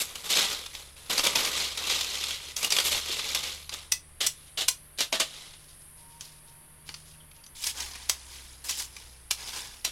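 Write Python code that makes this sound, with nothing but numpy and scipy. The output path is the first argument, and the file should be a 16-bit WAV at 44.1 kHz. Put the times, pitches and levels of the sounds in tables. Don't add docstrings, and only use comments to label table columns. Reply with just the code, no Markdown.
import sys
import numpy as np
from scipy import signal
from scipy.fft import rfft, irfft, next_fast_len
from scipy.io import wavfile

SR = 44100
rng = np.random.default_rng(int(sys.argv[2]) if len(sys.argv) > 2 else 0)


def put_to_file(sound):
    columns = np.atleast_2d(sound).T
    safe = np.clip(columns, -1, 1)
    whole_steps = np.round(safe * 32767)
    wavfile.write(sys.argv[1], SR, whole_steps.astype(np.int16))


N = 437031
TIME = np.arange(N) / SR

# start in seconds, rubbing level in dB before the band trims,
# rise in seconds, hold in seconds, time to fade by 60 dB in seconds,
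# then flexing and scratching in dB relative to the rubbing.
SWEEPS = [(0.0, -30, 0.0013, 0.014, .17, -8.5, 0.5), (0.066, -47, 0.017, 0.05, 0.36, -3.5, -3),
          (0.15, -44, .005, 0.0091, 0.43, -6, -3), (0.226, -37.5, 0.029, 0.011, 0.26, -6.5, -4),
          (0.288, -26, 0.016, 0.029, .3, -11, -7), (0.35, -24.5, 0.017, 0.017, 0.74, -8, -7.5),
          (0.726, -47, .008, 0.058, 0.6, -6, -5), (0.958, -52.5, 0.0079, 0.12, .3, -5, -4.5),
          (1.095, -27.5, 0.0041, 0.0089, 0.46, -5.5, -6), (1.171, -30.5, .008, 0.019, 0.2, -10, -3.5),
          (1.229, -29, 0.0075, 0.039, 0.45, -4, -7), (1.35, -31.5, .005, 0.086, 1.03, -4.5, -5),
          (1.483, -30, 0.077, 0.069, 0.67, -11, -11.5), (1.771, -36, 0.0072, 0.095, .4, -6.5, -7.5),
          (1.842, -26.5, 0.1, .01, 0.53, -12.5, -10.5), (2.011, -35.5, 0.044, 0.27, 0.46, -12, -9),
          (2.401, -43, .015, 0.094, .3, -9, -9), (2.559, -39.5, .005, 0.037, 0.33, -7.5, 2),
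          (2.61, -31, 0.029, 0.013, 0.18, -6.5, -6), (2.697, -31, 0.028, 0.077, .4, -8, -4),
          (2.844, -28, 0.0077, 0.023, .22, -8, 0), (2.903, -28.5, 0.014, 0.026, 0.48, -9, -7),
          (2.998, -34.5, 0.086, 0.24, .6, -10.5, -9.5), (3.341, -30, .007, .01, .25, -8.5, -8),
          (3.418, -35, 0.017, .06, 0.5, -11, -9), (3.71, -40.5, 0.019, .015, 0.47, -6.5, -9),
          (4.297, -59.5, .05, .13, 0.47, -12, -13), (5.23, -47, 0.03, 0.18, 0.64, -9.5, -12),
          (7.548, -48.5, 0.0086, 0.057, .3, -20, -4), (7.589, -35, 0.076, 0.041, .08, -14, -2.5),
          (7.724, -37.5, 0.083, .01, 0.47, -5, -6), (7.882, -47.5, .04, .015, 2.7, -5, -10),
          (8.212, -49.5, 0.12, 0.037, 1.13, -8, -5.5), (8.639, -42.5, .006, 0.02, .2, -5.5, 2),
          (8.677, -33, .02, 0.011, 0.36, -13.5, -5), (8.758, -34.5, 0.04, 0.0086, 0.2, -10, -1),
          (8.86, -53.5, 0.1, 0.075, 1, -6.5, -7), (9.348, -45, 0.063, .03, .4, -3.5, -7),
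          (9.45, -40, 0.028, .015, 0.44, -7.5, -6), (9.517, -38.5, 0.026, 0.022, 0.74, -5, -7)]
# time in seconds, level in dB before the snaps' shared trim,
# brightness in dB per octave, rib resonance in Hz.
SNAPS = [(0.1555, -23, 1.5, 2980), (0.5104, -31, -2, 3650), (0.6616, -24.5, 0.5, 3600),
         (0.7497, -25.5, -0.5, 3740), (1.178, -11.5, -1, 4300), (1.1923, -11.5, -4, 5400),
         (1.2391, -15.5, 4, 3500), (1.2513, -14.5, 2, 2340), (1.268, -9.5, 1, 3340),
         (1.3556, -10, -1.5, 5570), (1.3896, -18, -5, 3400), (1.451, -17, 2, 4550),
         (1.7742, -19, 1.5, 3770), (2.0097, -14.5, 1.5, 3660), (2.153, -21, 2, 3230),
         (2.2383, -16, 0.5, 3500), (2.3067, -20, -0.5, 3500), (2.565, -17, 3, 6100),
         (2.6292, -17.5, 2.5, 6300), (2.646, -11, 3.5, 2920), (2.704, -13.5, 2, 5880),
         (2.7218, -7.5, 0, 5000), (2.7653, -11.5, -1, 3300), (2.7856, -9, -1.5, 3300),
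         (2.8012, -13, -1, 4700), (3.194, -18, -2.5, 3800), (3.348, -13, 3.5, 3620), (3.437, -24, 1, 3920),
         (3.693, -23.5, 0, 4000), (3.7377, -22, 2.5, 3700), (5.375, -36, -2, 4200),
         (5.535, -38.5, -2, 4000), (6.2088, -26.5, 2, 6340), (6.8898, -25, -3, 4460),
         (6.9415, -27, -0.5, 4560), (7.3128, -42.5, -2, 3800), (7.438, -37.5, 3, 4620),
         (7.464, -37, 2, 6180), (7.6393, -18, 5, 5230), (7.8043, -21, 2, 6100), (8.965, -28.5, 0.5, 2260)]
# time in seconds, level in dB, length of the break in seconds,
# brightness in dB per octave, stalk resonance in Hz, blade ring in dB.
CHOPS = [(3.92, -18.5, 0.0049, 0.5, 5870, -30), (4.265, -19, 0.0067, 0, 5800, -37),
         (4.683, -16.5, 0.0067, -0.5, 6050, -40), (5.006, -20, 0.0028, -4, 4000, -53),
         (5.126, -23, 0.0049, -5, 3150, -57), (5.199, -20, 0.0025, -4, 3570, -51),
         (5.203, -21.5, 0.0073, -4, 2970, -54), (7.667, -27, 0.0055, 0.5, 5670, -47),
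         (8.0948, -17.5, 0.0046, -1, 5800, -49), (8.693, -29.5, 0.0095, -1, 5340, -36),
         (9.309, -20, 0.0051, -1.5, 2720, -41), (9.848, -22, 0.006, -1.5, 4020, -52)]
# time in seconds, level in dB, length in seconds,
# brightness in dB per octave.
SLICES = [(4.206, -24.5, 0.0074, -0.5), (4.221, -30.5, 0.029, -.5), (4.574, -29, 0.022, -1),
          (4.608, -27.5, 0.012, -1), (4.976, -46, .01, 3), (4.986, -29, .01, -1),
          (5.012, -26.5, 0.0088, -0.5), (5.132, -28, 0.023, -2.3), (5.213, -26.5, 0.0074, -1.5),
          (9.32, -43, .015, 5), (9.861, -38, 0.018, -1)]
# time in seconds, level in dB.
KNOCKS = [(5.128, -30.5), (5.2, -42)]
# pitch in Hz, average relative strength in dB,
# time to fade by 60 dB in seconds.
STALK_MODES = [(646, 0, .14), (560, -5, .08), (730, -8, .06), (1150, -13, .06)]
BLADE_MODES = [(2000, -2, .09), (2590, -3, .09), (5850, -2, .08), (6780, -13, .05)]
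# time in seconds, level in dB, pitch of the thud in Hz.
BUMPS = [(1.24, -41, 474), (1.356, -39, 400), (3.093, -39, 395), (6.889, -52, 300)]
# start in seconds, level in dB.
STEPS = [(5.58, -56), (5.67, -56), (5.78, -63), (5.96, -59), (6.08, -59), (6.19, -48), (6.29, -57),
         (6.45, -59.5), (6.85, -52), (6.95, -55), (7.045, -54), (7.33, -60)]
STEP_RISE_S, STEP_HOLD_S, STEP_T60_S = 0.025, 0.014, 0.43
# start in seconds, level in dB, middle pitch in Hz.
CHIRPS = [(7.07, -55, 7400), (7.13, -60, 2750), (7.193, -53, 3200), (7.378, -60, 2750)]

# frequency in Hz, relative strength in dB per Hz.
LEAF_COLOUR = [(76, -85), (130, -15), (309, -14.5), (363, -11), (522, -8), (706, -14), (1220, -10.5),
               (1710, -16), (1970, -9.5), (3200, -1), (3610, 1.5), (9290, -13.5), (11600, -9.5),
               (15100, -24), (16000, -38)]
FAR_LEAF_COLOUR = [(76, -41), (130, -14), (156, -19), (444, -15), (638, -18), (720, -16.5), (954, -10),
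                   (1290, -16.5), (2180, -9), (3530, -2.5), (4070, -3.5), (4980, -1), (8400, -11),
                   (11100, -9), (16000, -23)]
SNAP_COLOUR = [(76, -19.5), (130, -24), (370, -14.5), (613, -7.5), (1140, 0), (1780, -4.5), (1970, 2),
               (2510, 3.5), (3330, 3.5), (4150, 0.5), (4780, 4.5), (11600, -9), (16000, -23)]
CHOP_COLOUR = [(76, -63), (130, -26.5), (554, -16), (1140, -7.5), (1370, -10.5), (1490, -7.5), (1710, -12),
               (2010, -7), (2180, -2.5), (2830, -1), (4240, 1), (5730, 3), (6730, 1.5), (11400, -2.5),
               (16000, -17.5)]
SLICE_COLOUR = [(76, -48), (130, -21), (253, -16), (394, -11), (625, -6), (954, -14.5), (1240, -8),
                (2510, -4.5), (2950, 3.5), (3830, 3.5), (5960, -4), (6470, -4), (10500, -9.5), (12600, -12),
                (16000, -29)]
AIR_COLOUR = [(15, -2.5), (30, 2.5), (50, -4.5), (100, -5), (200, -14), (400, -18), (900, -20.5),
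              (1800, -19), (3500, -24.5), (7000, -50), (13000, -43), (16000, -48)]
CANOPY_COLOUR = [(700, -39), (2000, -4), (3300, -1.5), (5000, 0.5), (8000, -3), (12000, -20), (16000, -17)]
INSECT_COLOUR = [(7000, -28), (8300, -11.5), (9400, -2.5), (10500, 0.5), (11500, -6), (12600, -17.5),
                 (14500, -30)]

# time in seconds, firings per second.
ENGINE_SPEED = [(0, 67.7), (1, 69.2), (2, 73), (2.2, 71), (2.7, 70.5), (2.9, 72.2), (3.6, 73), (4.35, 75.2),
                (4.7, 74.2), (6, 74.7), (6.35, 76), (6.5, 74.6), (7.15, 77), (7.6, 71), (7.75, 65.3),
                (8.7, 63), (9.5, 60), (9.9, 56)]
# time in seconds, level in dB before the engine trim and waver.
ENGINE_LEVEL = [(0.0, -61.5), (1.74, -53.5), (2.59, -56.5), (2.73, -68), (2.87, -51.5), (4.99, -64),
                (5.11, -72), (7.2, -64), (7.34, -72), (7.84, -48), (7.92, -52.5), (9.55, -56.5), (9.8, -60),
                (9.91, -58)]
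# multiple of the firing rate, average level in dB.
ENGINE_ORDERS = [(5, -80), (8, -75.5), (14, -74), (15, -79)]
OCTAVE_DB, EXHAUST_HZ, EXHAUST_WIDTH_HZ, EXHAUST_LIFT_DB = -68, 153.1, 3, 10
# time in seconds, middle pitch in Hz, level in dB before the whine trim.
WHINE = [(5.8, 926, -78), (6.08, 930, -59), (6.4, 933, -67), (6.62, 930, -66), (7.0, 940, -83),
         (7.3, 930, -68), (7.6, 912, -69), (8.0, 905, -76)]
AIR_DB, CANOPY_DB, INSECT_DB = -57.5, -72, -55.5
CRICKET_HZ, CRICKET_DB = 4630, -73
CUTOFF_HZ = 16000


def effort():
    power = np.zeros((3, N))
    for s, db, rise, hold, t60, flex_db, scratch_db in SWEEPS:
        shape = swell(rise, hold, t60)
        for track, share_db in zip(power, (0, flex_db, scratch_db)):
            add(track, s, from_db(db + share_db) ** 2 * shape)
    return np.sqrt(power)


def swell(rise, hold, t60, count=60000):
    t = np.arange(count) / SR
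    build = np.minimum(t / rise, 1)
    fade = from_db(-60 * np.maximum(t - rise - hold, 0) / t60)
    return (build * fade) ** 2


def rustle(gains, mid_db=-0.64, low_db=-1.77, treble_db=-1.3):
    flicks = leaflets()
    near = leaves(LEAF_COLOUR, clump_db=3.0, spread_db=2.5, hiss_db=-3.0, flicks=from_db(-5.5) * flicks)
    far = leaves(FAR_LEAF_COLOUR, clump_db=2.5, spread_db=1.5, hiss_db=-3.5, flicks=from_db(-4.5) * flicks)
    source = np.where(TIME < 7, near, far)
    zones = [(1800, 7500), (130, 1800), (7500, 17000)]  # Hz, in the order of the gains
    out = np.zeros(N)
    for zone, zone_db, gain in zip(zones, (mid_db, low_db, treble_db), gains):
        band_filter = signal.butter(4, zone, "band", fs=SR, output="sos")
        band = rms_one(signal.sosfilt(band_filter, source))
        out += from_db(zone_db) * gain * band
    return out


def leaves(colour, clump_db, spread_db, hiss_db, flicks=0):
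    clicks = grains(N, 5000, spread_db)
    clumping = from_db(clump_db * (drift(260) + 0.96 * drift(90)))
    crackle = rms_one(clicks * clumping)
    hiss = from_db(hiss_db) * rng.standard_normal(N)
    return rms_one(coloured(crackle + flicks + hiss, colour))


def leaflets(sharpness=28, per_s=45, count=26):
    pitches = np.geomspace(700, 9000, count) * rng.uniform(.96, 1.04, count)
    out = np.zeros(N)
    for hz in pitches:
        flicks = grains(N, per_s, 3.0) + 1e-18
        ringing = signal.lfilter(*signal.iirpeak(hz, sharpness, fs=SR), flicks)
        out += np.sqrt(hz) * rms_one(ringing)
    return rms_one(out)


def snaps(rubbing, level_db=-9, bite_s=.001, tick_db=9):
    out = np.zeros(N)
    for s, db, tilt_db, hz in list(SNAPS) + small_snaps(rubbing):
        burst = fracture(0.0035, bite_s, bite_db=-16, tail_t60=0.021, per_s=8000, spread_db=3.5)
        burst[round(2 * bite_s * SR)] += from_db(tick_db)
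        snap = resonant(coloured(burst, SNAP_COLOUR, tilt_db), hz, sharpness=10.6, peak_db=5)
        add(out, s - bite_s, from_db(db + level_db) * snap)
    return out


def small_snaps(rubbing, above_db=8, spread_db=2.2, rib_hz=3900, count=190):
    at = rng.integers(0, N, count)
    size, tilt, pitch = rng.standard_normal((count, 3)).T
    db = 20 * np.log10(rubbing[at] + 1e-6) + above_db + spread_db * size
    hz = rib_hz * 2 ** (.3 * pitch)
    return list(zip(at / SR, db, 2 * tilt, hz))


def chops(bite_s=0.0036):
    out = np.zeros(N)
    for s, db, length, tilt_db, hz, ring_db in CHOPS:
        burst = fracture(length, bite_s, bite_db=-16.5, tail_t60=0.024, per_s=11000, spread_db=3.5)
        chop = resonant(coloured(burst, CHOP_COLOUR, tilt_db), hz, sharpness=37, peak_db=1)
        add(out, s - bite_s, from_db(db) * chop)
        add(out, s, from_db(ring_db) * ring(BLADE_MODES, spread_db=1.5))
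    for s, db in KNOCKS:
        add(out, s, from_db(db) * ring(STALK_MODES, spread_db=1.2))
    return out


def slices(bite_s=.002):
    out = np.zeros(N)
    for s, db, length, tilt_db in SLICES:
        burst = fracture(length, bite_s, bite_db=-18, tail_t60=0.12, per_s=8400, spread_db=2.5)
        add(out, s - bite_s, from_db(db) * coloured(burst, SLICE_COLOUR, tilt_db))
    return out


def fracture(length, bite_s, bite_db, tail_t60, per_s, spread_db, count=8000):
    t = np.arange(count) / SR - bite_s
    fade = from_db(-60 * np.maximum(t - length, 0) / tail_t60)
    force = np.where(t < 0, from_db(bite_db), fade)
    burst = force * grains(count, per_s, spread_db)
    return rms_one(burst) * np.sqrt(np.mean(force ** 2))


def ring(modes, spread_db, count=12000):
    t = np.arange(count) / SR
    out = np.zeros(count)
    for hz, db, t60 in modes:
        level = from_db(db + spread_db * rng.normal() - 60 * t / t60)
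        out += level * np.cos(2 * np.pi * hz * t)
    return out


def bumps():
    out = np.zeros(N)
    for s, db, hz in BUMPS:
        push = fracture(0.0032, 0, 0, tail_t60=0.034, per_s=9000, spread_db=3.0)
        band_filter = signal.butter(2, [hz / 1.3, hz * 1.6], "band", fs=SR, output="sos")
        thud = signal.sosfilt(band_filter, push)
        add(out, s, from_db(db) * rms_one(thud) * np.std(push))
    return out


def shuffle():
    power = np.zeros(N)
    for s, db in STEPS:
        add(power, s, from_db(db) ** 2 * swell(STEP_RISE_S, STEP_HOLD_S, STEP_T60_S))
    litter = leaves(FAR_LEAF_COLOUR, clump_db=3.0, spread_db=3.5, hiss_db=-5)
    return np.sqrt(power) * litter


def grove(x, near_db=-7, near_t60=0.16, far_db=-25, far_t60=0.54, far_hz=4500, count=30000, size=2048):
    t = np.arange(count) / SR
    near_fade, far_fade = [rms_one((t > .003) * from_db(-60 * t / t60)) / np.sqrt(count)
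                           for t60 in (near_t60, far_t60)]
    near = np.zeros(N)
    window = np.sqrt(signal.windows.hann(size, sym=False))
    for at in range(0, N - size // 2, size // 2):
        paths = near_fade[:count // 2] * rng.standard_normal(count // 2)
        piece = x[at:at + size] * window[:N - at]
        add(near, at / SR, signal.fftconvolve(piece, paths))
    dull_filter = signal.butter(2, far_hz, fs=SR, output="sos")
    far_paths = signal.sosfilt(dull_filter, far_fade * rng.standard_normal(count))
    far = signal.oaconvolve(x, far_paths)[:N]
    return from_db(near_db) * near + from_db(far_db) * far


def birds(length=0.032, fall=0.024):
    out = np.zeros(N)
    u = np.linspace(0, 1, round(length * SR))
    for s, db, hz in CHIRPS:
        pitch = hz * (1 + fall * (.5 - u) + .07 * drift(900)[:len(u)])
        tone = np.sin(2 * np.pi * np.cumsum(pitch) / SR)
        add(out, s, from_db(db) * np.sin(np.pi * u) ** 2 * tone)
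    return out


def distance(engine_db=2, whine_db=1, waver_db=1.0):
    firings, = in_time(ENGINE_SPEED)
    first_db, = in_time(ENGINE_LEVEL)
    off_resonance = (2 * firings - EXHAUST_HZ) / EXHAUST_WIDTH_HZ
    second_db = OCTAVE_DB + EXHAUST_LIFT_DB / (1 + off_resonance ** 2)
    turn = 2 * np.pi * np.cumsum(firings) / SR + 0.19 * drift(8)
    first = from_db(first_db + waver_db * drift(12)) * np.sin(turn)
    second = from_db(second_db) * np.sin(2 * turn)
    upper = np.zeros(N)
    for order, db in ENGINE_ORDERS:
        upper += from_db(db + 2.3 * drift(5)) * np.sin(round(order) * turn)
    hz, db = in_time(WHINE)
    to_nearest_end = np.minimum(TIME - WHINE[0][0], WHINE[-1][0] - TIME)
    fade = np.clip(to_nearest_end / .15, 0, 1)
    whine_gain = fade * from_db(db + 3.5 * drift(18))
    whine = whine_gain * np.sin(2 * np.pi * np.cumsum(hz + 7 * drift(60)) / SR)
    return from_db(engine_db) * (first + second) + upper + from_db(whine_db) * whine


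def background():
    air = from_db(AIR_DB) * coloured(rng.standard_normal(N), AIR_COLOUR)
    canopy = from_db(CANOPY_DB) * coloured(rng.standard_normal(N), CANOPY_COLOUR)
    hiss = coloured(rng.standard_normal(N), INSECT_COLOUR)
    chorus = signal.hilbert(hiss, next_fast_len(N))[:N]
    shift = 2 * np.pi * np.cumsum(270 * drift(9)) / SR
    insects = from_db(INSECT_DB + 1.3 * drift(5.3)) * np.real(chorus * np.exp(1j * shift))
    trill = from_db(CRICKET_DB) * drift(160) * np.sin(2 * np.pi * CRICKET_HZ * TIME)
    return air + canopy + insects + trill


def grains(count, per_s, spread_db):
    sizes = from_db(spread_db * np.minimum(rng.exponential(1, count), 4))
    signs = rng.choice([-1, 1], count)
    happens = rng.random(count) < per_s / SR
    return rms_one(sizes * signs * happens)


def coloured(x, colour, tilt_db=0, size=4096):
    octave = np.log2(np.maximum(np.arange(size // 2 + 1), .5) * SR / size)
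    hz, db = np.transpose(colour)
    gain = rms_one(from_db(np.interp(octave, np.log2(hz), db) + tilt_db * octave))
    cepstrum = irfft(np.log(gain + 1e-9))
    cepstrum[1:size // 2] *= 2
    cepstrum[size // 2 + 1:] = 0
    response = irfft(np.exp(rfft(cepstrum)))
    return signal.oaconvolve(x, response)[:len(x)]


def resonant(x, hz, sharpness, peak_db):
    y = x + from_db(peak_db) * signal.lfilter(*signal.iirpeak(hz, sharpness, fs=SR), x)
    return rms_one(y) * np.std(x)


def drift(rate):
    knots = rng.standard_normal(4000)
    return np.interp(TIME * rate, np.arange(len(knots)), knots)


def in_time(rows):
    s, *columns = np.transpose(rows)
    return [np.interp(TIME, s, c) for c in columns]


def from_db(db):
    return 10 ** (np.asarray(db) / 20)


def rms_one(x):
    return x / np.sqrt(np.mean(x ** 2) + 1e-20)


def add(out, s, sound):
    at = max(0, round(s * SR))
    out[at:at + len(sound)] += sound[:N - at]


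def scene(leaf_echo_db=-5):
    gains = effort()
    blows_and_birds = chops() + slices() + snaps(gains[0]) + bumps() + birds()
    foliage = rustle(gains) + shuffle()
    echo = grove(blows_and_birds + from_db(leaf_echo_db) * foliage)
    return (blows_and_birds + foliage + echo + distance() + background())[None]


def record(dry):
    return signal.sosfilt(signal.ellip(10, .2, 70, CUTOFF_HZ, fs=SR, output="sos"), dry)


dry = scene()
out = record(dry)
put_to_file(out)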